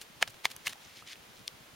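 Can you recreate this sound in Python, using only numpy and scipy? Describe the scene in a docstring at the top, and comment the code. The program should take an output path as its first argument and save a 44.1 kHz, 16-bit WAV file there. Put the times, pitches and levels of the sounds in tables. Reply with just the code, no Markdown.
"""A faint tick and scrape, then three dry snaps: gloved hands press sticks into tacky resin, close by.
Each stick grips, scrapes and slips, and the slip rings its damped modes; later the resin cracks once.
Twigs and crumbs tick, resin threads crackle and sleeves rustle by friction. The forest floor and trees
scatter these sounds over a faint outdoor hiss and a low background rumble."""
import sys
import numpy as np
from scipy import signal
from scipy.fft import rfft, irfft, next_fast_len
from scipy.io import wavfile
from scipy.ndimage import map_coordinates

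SR = 44100
rng = np.random.default_rng(int(sys.argv[2]) if len(sys.argv) > 2 else 0)


def file_out(sig):
    """Save sig as 16-bit WAV at sys.argv[1]."""
    # one column per channel
    cols = np.atleast_2d(sig).T
    # limit, then scale
    lim = np.clip(cols, -1, 1)
    pcm = np.round(lim * 32767).astype(np.int16)
    wavfile.write(sys.argv[1], SR, pcm)


N = 77175

# Resonant modes of each stick and of the resin lump: pitch_hz, bandwidth_hz, gain_db
THICK_STICK = [(434, 210, -13), (719, 196, 1.5), (934, 170, -2), (1350, 190, 1), (1740, 220, 4),
               (2145, 147, 4), (2425, 210, 1), (2970, 270, 2.5), (4400, 270, -4.5), (5450, 170, -10.5),
               (6500, 240, -7), (8530, 190, -11), (9170, 230, -13.5)]
MIDDLE_STICK = [(907, 304, -6), (2134, 190, 1), (3530, 370, -5), (4440, 165, -8), (4910, 200, -11),
                (6650, 440, -14), (7250, 300, -24), (8540, 330, -20.5), (9250, 380, -21)]
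THIN_STICK = [(790, 180, -9), (1270, 93, 3), (1690, 110, 1.5), (2110, 176, 10), (2570, 170, 8),
              (2790, 230, 9), (4300, 300, -7.5), (6200, 430, -2.5), (7300, 320, -6.5), (8400, 530, -3)]
RESIN = [(2400, 450, -7), (3440, 420, 2.5), (4490, 370, 2), (4950, 270, 0.5), (5670, 400, -0.5),
         (9500, 660, -9.5), (11200, 890, -17.5)]
BODIES = [THICK_STICK, MIDDLE_STICK, THIN_STICK, RESIN]
# One snap for each of BODIES: start_s, peak_db, crack_gain_db, left_minus_right_db
SNAPS = [(0.2254, -9, -20, 0), (0.454, -8.5, -26.5, -0.5), (0.6698, -16, -16, 0), (1.4783, -19, -20.5, 3)]
# Scrapes of bark on resin: crest_s, rise_s, fall_s, level_db, tilt_db_per_octave
SCRAPES = [(0.018, 0.0053, 0.0058, -40, 1.5), (0.2251, 0.0058, 0.0053, -28.5, -3.5),
           (0.278, 0.0017, 0.0042, -38, -2), (0.305, 0.0053, 0.0033, -47, 5),
           (0.344, .003, 0.0044, -52, -4), (0.453, 0.0048, 0.0071, -28.5, -2.5),
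           (0.515, 0.0078, 0.0082, -40.5, 0), (0.668, 0.006, 0.0044, -32.5, -0.5),
           (0.679, 0.0055, 0.0028, -33.5, 0), (0.696, 0.0069, 0.015, -42, -0.5),
           (0.731, .005, .003, -41, -2)]
# Breaks of twigs and resin crumbs: start_s, level_db, pitch_hz, t60_s
TICKS = [(0.0153, -32, 4110, 0.0046), (0.0152, -32.5, 9200, 0.0024), (0.2381, -38, 2360, .01),
         (0.2765, -34.5, 3000, 0.0059), (0.4459, -33, 2130, .006), (0.513, -36.5, 3670, .005),
         (0.5639, -35, 11100, 0.0076), (0.565, -38.5, 13700, 0.0064), (0.5643, -37.5, 6300, 0.0074),
         (0.5655, -48.5, 2960, 0.017), (0.661, -36.5, 1990, 0.016), (0.6798, -30, 2890, 0.018),
         (0.733, -40, 1930, 0.0091), (0.757, -45.5, 820, 0.024), (0.850, -41.5, 5900, 0.0056),
         (0.971, -39, 4270, .005), (0.991, -40, 3560, .005), (1.024, -41.5, 1260, 0.022),
         (1.157, -38.5, 2600, 0.0056), (1.4755, -35, 8700, 0.0029)]
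# Swells of sticky crackle: crest_s, half_width_s, level_db
CRACKLE_SWELLS = [(0.99, 0.04, -59), (1.38, 0.038, -63.5)]
# Strokes of sleeve cloth: start_s, length_s, level_db
SLEEVE_STROKES = [(0.807, 0.16, -59), (0.959, 0.061, -56.5), (1.066, 0.073, -48)]
# Soft swells of a faint low background rumble: crest_s, level_db
RUMBLE_SWELLS = [(0.17, -66), (0.23, -62.5), (0.285, -67), (0.36, -63), (0.46, -60.5), (0.51, -63),
                 (0.565, -64), (0.61, -64.5), (0.679, -59), (0.715, -62.5), (0.865, -60), (1.04, -69),
                 (1.185, -64), (1.299, -61), (1.411, -60.5), (1.545, -62), (1.612, -61), (1.74, -61.5)]
# Course of the hiss, which dips briefly: time_s, level_db
HISS_LEVEL = [(0, -55.5), (.85, -54.5), (.99, -57), (1.11, -56.5), (1.2, -55), (1.75, -55)]
# Noise spectra: frequency_hz, gain_db
SCRAPE_SPECTRUM = [(150, -33), (500, -13.5), (1200, -7), (2400, -2.5), (4000, -2), (7000, -7), (11000, -10),
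                   (16000, -13)]
CLOTH_SPECTRUM = [(300, -47), (1200, -13), (2000, -2), (3600, -1), (6000, -6.5), (10000, -16), (16000, -23)]
RUMBLE_SPECTRUM = [(20, -33), (55, -6), (105, 2.5), (240, -2), (360, -15.5), (1500, -35)]
HISS_SPECTRUM = [(25, -14), (150, -12), (450, -7), (800, -8), (2100, -9.5), (3300, -10), (4750, -14.5),
                 (10100, -20), (15500, -22)]
# Left-right coherence of near and of ambient sound: frequency_hz, correlation
NEAR_COHERENCE = [(300, 0.96), (3000, 0.91), (8000, 0.92), (14000, .3)]
AMBIENT_COHERENCE = [(60, 0.79), (180, 0.58), (550, 0.31), (1650, 0.13), (4970, 0.46), (15000, 0.064)]


def amp(db):
    """Decibels to amplitude ratio."""
    return 10 ** (np.asarray(db) / 20)


def unit_rms(x):
    """Scale to rms 1."""
    return x / np.sqrt(np.mean(x ** 2) + 1e-20)


def along(points, hz):
    """Interpolate (frequency_hz, value) points on a log-frequency axis."""
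    frequencies, values = np.transpose(points)
    return np.interp(np.log(hz + 1), np.log(frequencies + 1), values)


def since(start_s):
    """Seconds since start_s, for each sample."""
    return np.arange(N) / SR - start_s


def wobble(knots_per_s):
    """Random modulation: straight lines between Gaussian knots."""
    return map_coordinates(rng.standard_normal(N), [np.arange(N) * knots_per_s / SR], order=1)


def filtered(x, response):
    """Linear filtering: the spectrum of x times a complex frequency response."""
    size = next_fast_len(N + SR // 8)
    return irfft(rfft(x, size) * response(np.fft.rfftfreq(size, 1 / SR)), size)[..., :N]


def stereo_noise(spectrum, coherence, tilt_db_per_octave=0):
    """Coloured noise of rms 1; the balance of mid and side sets the left-right coherence."""
    def response(hz):
        angle = np.arccos(np.clip(along(coherence, hz), -1, 1)) / 2
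        gain = amp(along(spectrum, hz) + tilt_db_per_octave * np.log2(hz + 1))
        return gain * [np.cos(angle), np.sin(angle)]
    mid, side = filtered(rng.standard_normal((2, N)), response)
    return unit_rms(np.array([mid + side, mid - side]))


def snaps(crack_low_hz=1150, crack_high_hz=9700, delay_at_1khz_s=0.000899):
    """Impulse response: a slip rings damped modes; bending-wave dispersion brings the treble first."""
    out = np.zeros((2, N))
    for (start_s, peak_db, crack_db, pan_db), modes in zip(SNAPS, BODIES):
        def response(hz):
            crack = amp(crack_db) * 1j * hz / (crack_low_hz + 1j * hz) / (1 + 1j * hz / crack_high_hz)
            ring = 0
            for k, (pitch_hz, bandwidth_hz, gain_db) in enumerate(modes):
                damping = 1j * hz * bandwidth_hz
                ring += (-1) ** k * amp(gain_db) * damping / (pitch_hz ** 2 - hz ** 2 + damping)
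            lag_cycles = hz * start_s + 2 * delay_at_1khz_s * np.sqrt(1000 * hz)
            return (crack + ring) * np.exp(-2j * np.pi * lag_cycles)
        snap = filtered(signal.unit_impulse(N), response)
        pan = amp(np.array([[pan_db], [-pan_db]]) / 2)
        out += amp(peak_db) * pan * snap / np.abs(snap).max()
    return out


def scrapes(roughness_db=4.5):
    """Sliding friction: bark drags over resin in grainy noise that swells and dies in milliseconds."""
    out = np.zeros((2, N))
    for crest_s, rise_s, fall_s, level_db, tilt in SCRAPES:
        t = since(crest_s)
        swell = np.exp(-np.abs(t / np.where(t < 0, rise_s, fall_s)))
        grain = unit_rms(amp(roughness_db * wobble(knots_per_s=1500)))
        out += amp(level_db) * swell * grain * stereo_noise(SCRAPE_SPECTRUM, NEAR_COHERENCE, tilt)
    return out


def ticks(noise_db=-11):
    """Damped oscillation: each tiny break rings one mode, and a little noise decays with it."""
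    out = np.zeros((2, N))
    t = np.arange(SR // 20) / SR
    noise = amp(noise_db) * stereo_noise(SCRAPE_SPECTRUM, NEAR_COHERENCE, tilt_db_per_octave=-1)
    for start_s, level_db, pitch_hz, t60_s in TICKS:
        span = round(start_s * SR) + np.arange(len(t))
        decay = amp(level_db - 60 * t / t60_s)
        out[:, span] += decay * (np.sin(2 * np.pi * pitch_hz * t) + noise[:, span])
    return out


def resin_crackle(pops_per_s=180, tilt_db_per_octave=2.5):
    """Shot noise: threads of resin part at random instants in sparse, very fine pops."""
    swell = sum(amp(level_db) * np.exp(-(since(crest_s) / half_width_s) ** 2)
                for crest_s, half_width_s, level_db in CRACKLE_SWELLS)
    pops = (rng.random(N) < pops_per_s / SR) * rng.uniform(.5, 1, N)
    colour = lambda hz: amp(along(CLOTH_SPECTRUM, hz) + tilt_db_per_octave * np.log2(hz + 1))
    return swell * unit_rms(filtered(pops, colour))


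def sleeves(edge_s=0.017, roughness_db=3):
    """Friction noise: cloth slides on cloth in a few soft strokes."""
    ramp = lambda t: np.clip(.5 + t / edge_s, 0, 1)
    strokes = sum(amp(level_db) * ramp(since(start_s)) * ramp(-since(start_s + length_s))
                  for start_s, length_s, level_db in SLEEVE_STROKES)
    grain = unit_rms(amp(roughness_db * wobble(knots_per_s=700)))
    return strokes * grain * stereo_noise(CLOTH_SPECTRUM, NEAR_COHERENCE)


def scatter(x, t60_s):
    """Diffuse reflection: convolution with a decaying noise tail, different at each ear."""
    t = np.arange(SR // 3) / SR
    tail = rng.standard_normal((2, len(t))) * amp(-60 * t / t60_s)
    return signal.fftconvolve(x, tail / np.linalg.norm(tail[0]), axes=1)[:, :N]


def low_rumble(half_width_s=0.016, floor_db=-71.5, waver_db=7.3):
    """Amplitude modulation: a faint low background rumble rises in soft swells over a wavering floor."""
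    swells = sum(amp(level_db) * np.exp(-(since(crest_s) / half_width_s) ** 2)
                 for crest_s, level_db in RUMBLE_SWELLS)
    floor = amp(floor_db + waver_db * wobble(knots_per_s=40))
    return (swells + floor) * stereo_noise(RUMBLE_SPECTRUM, AMBIENT_COHERENCE)


def outdoor_hiss(waver_db=0.27):
    """Ambient noise: a faint broadband hiss, only partly coherent between the ears."""
    level_db = np.interp(since(0), *np.transpose(HISS_LEVEL))
    level_db += waver_db * wobble(knots_per_s=24.9)
    return amp(level_db) * stereo_noise(HISS_SPECTRUM, AMBIENT_COHERENCE)


def scene():
    """Superposition: direct sound, its scatter off the ground and trees, and the background."""
    direct = snaps() + scrapes() + ticks() + resin_crackle() + sleeves()
    ground = amp(-14.5) * scatter(direct, t60_s=0.016)
    trees = amp(-27) * scatter(direct, t60_s=0.22)
    return direct + ground + trees + outdoor_hiss() + low_rumble()


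def record(dry, dip_hz=7900, dip_db=-7, half_width_hz=250, band_limit_hz=15900):
    """Frequency response: the microphone has one narrow dip and passes nothing above its band limit."""
    dip = lambda hz: amp(dip_db * np.exp(-((hz - dip_hz) / half_width_hz) ** 2))
    return filtered(dry, lambda hz: dip(hz) * (hz < band_limit_hz))


dry = scene()
out = record(dry)
file_out(out)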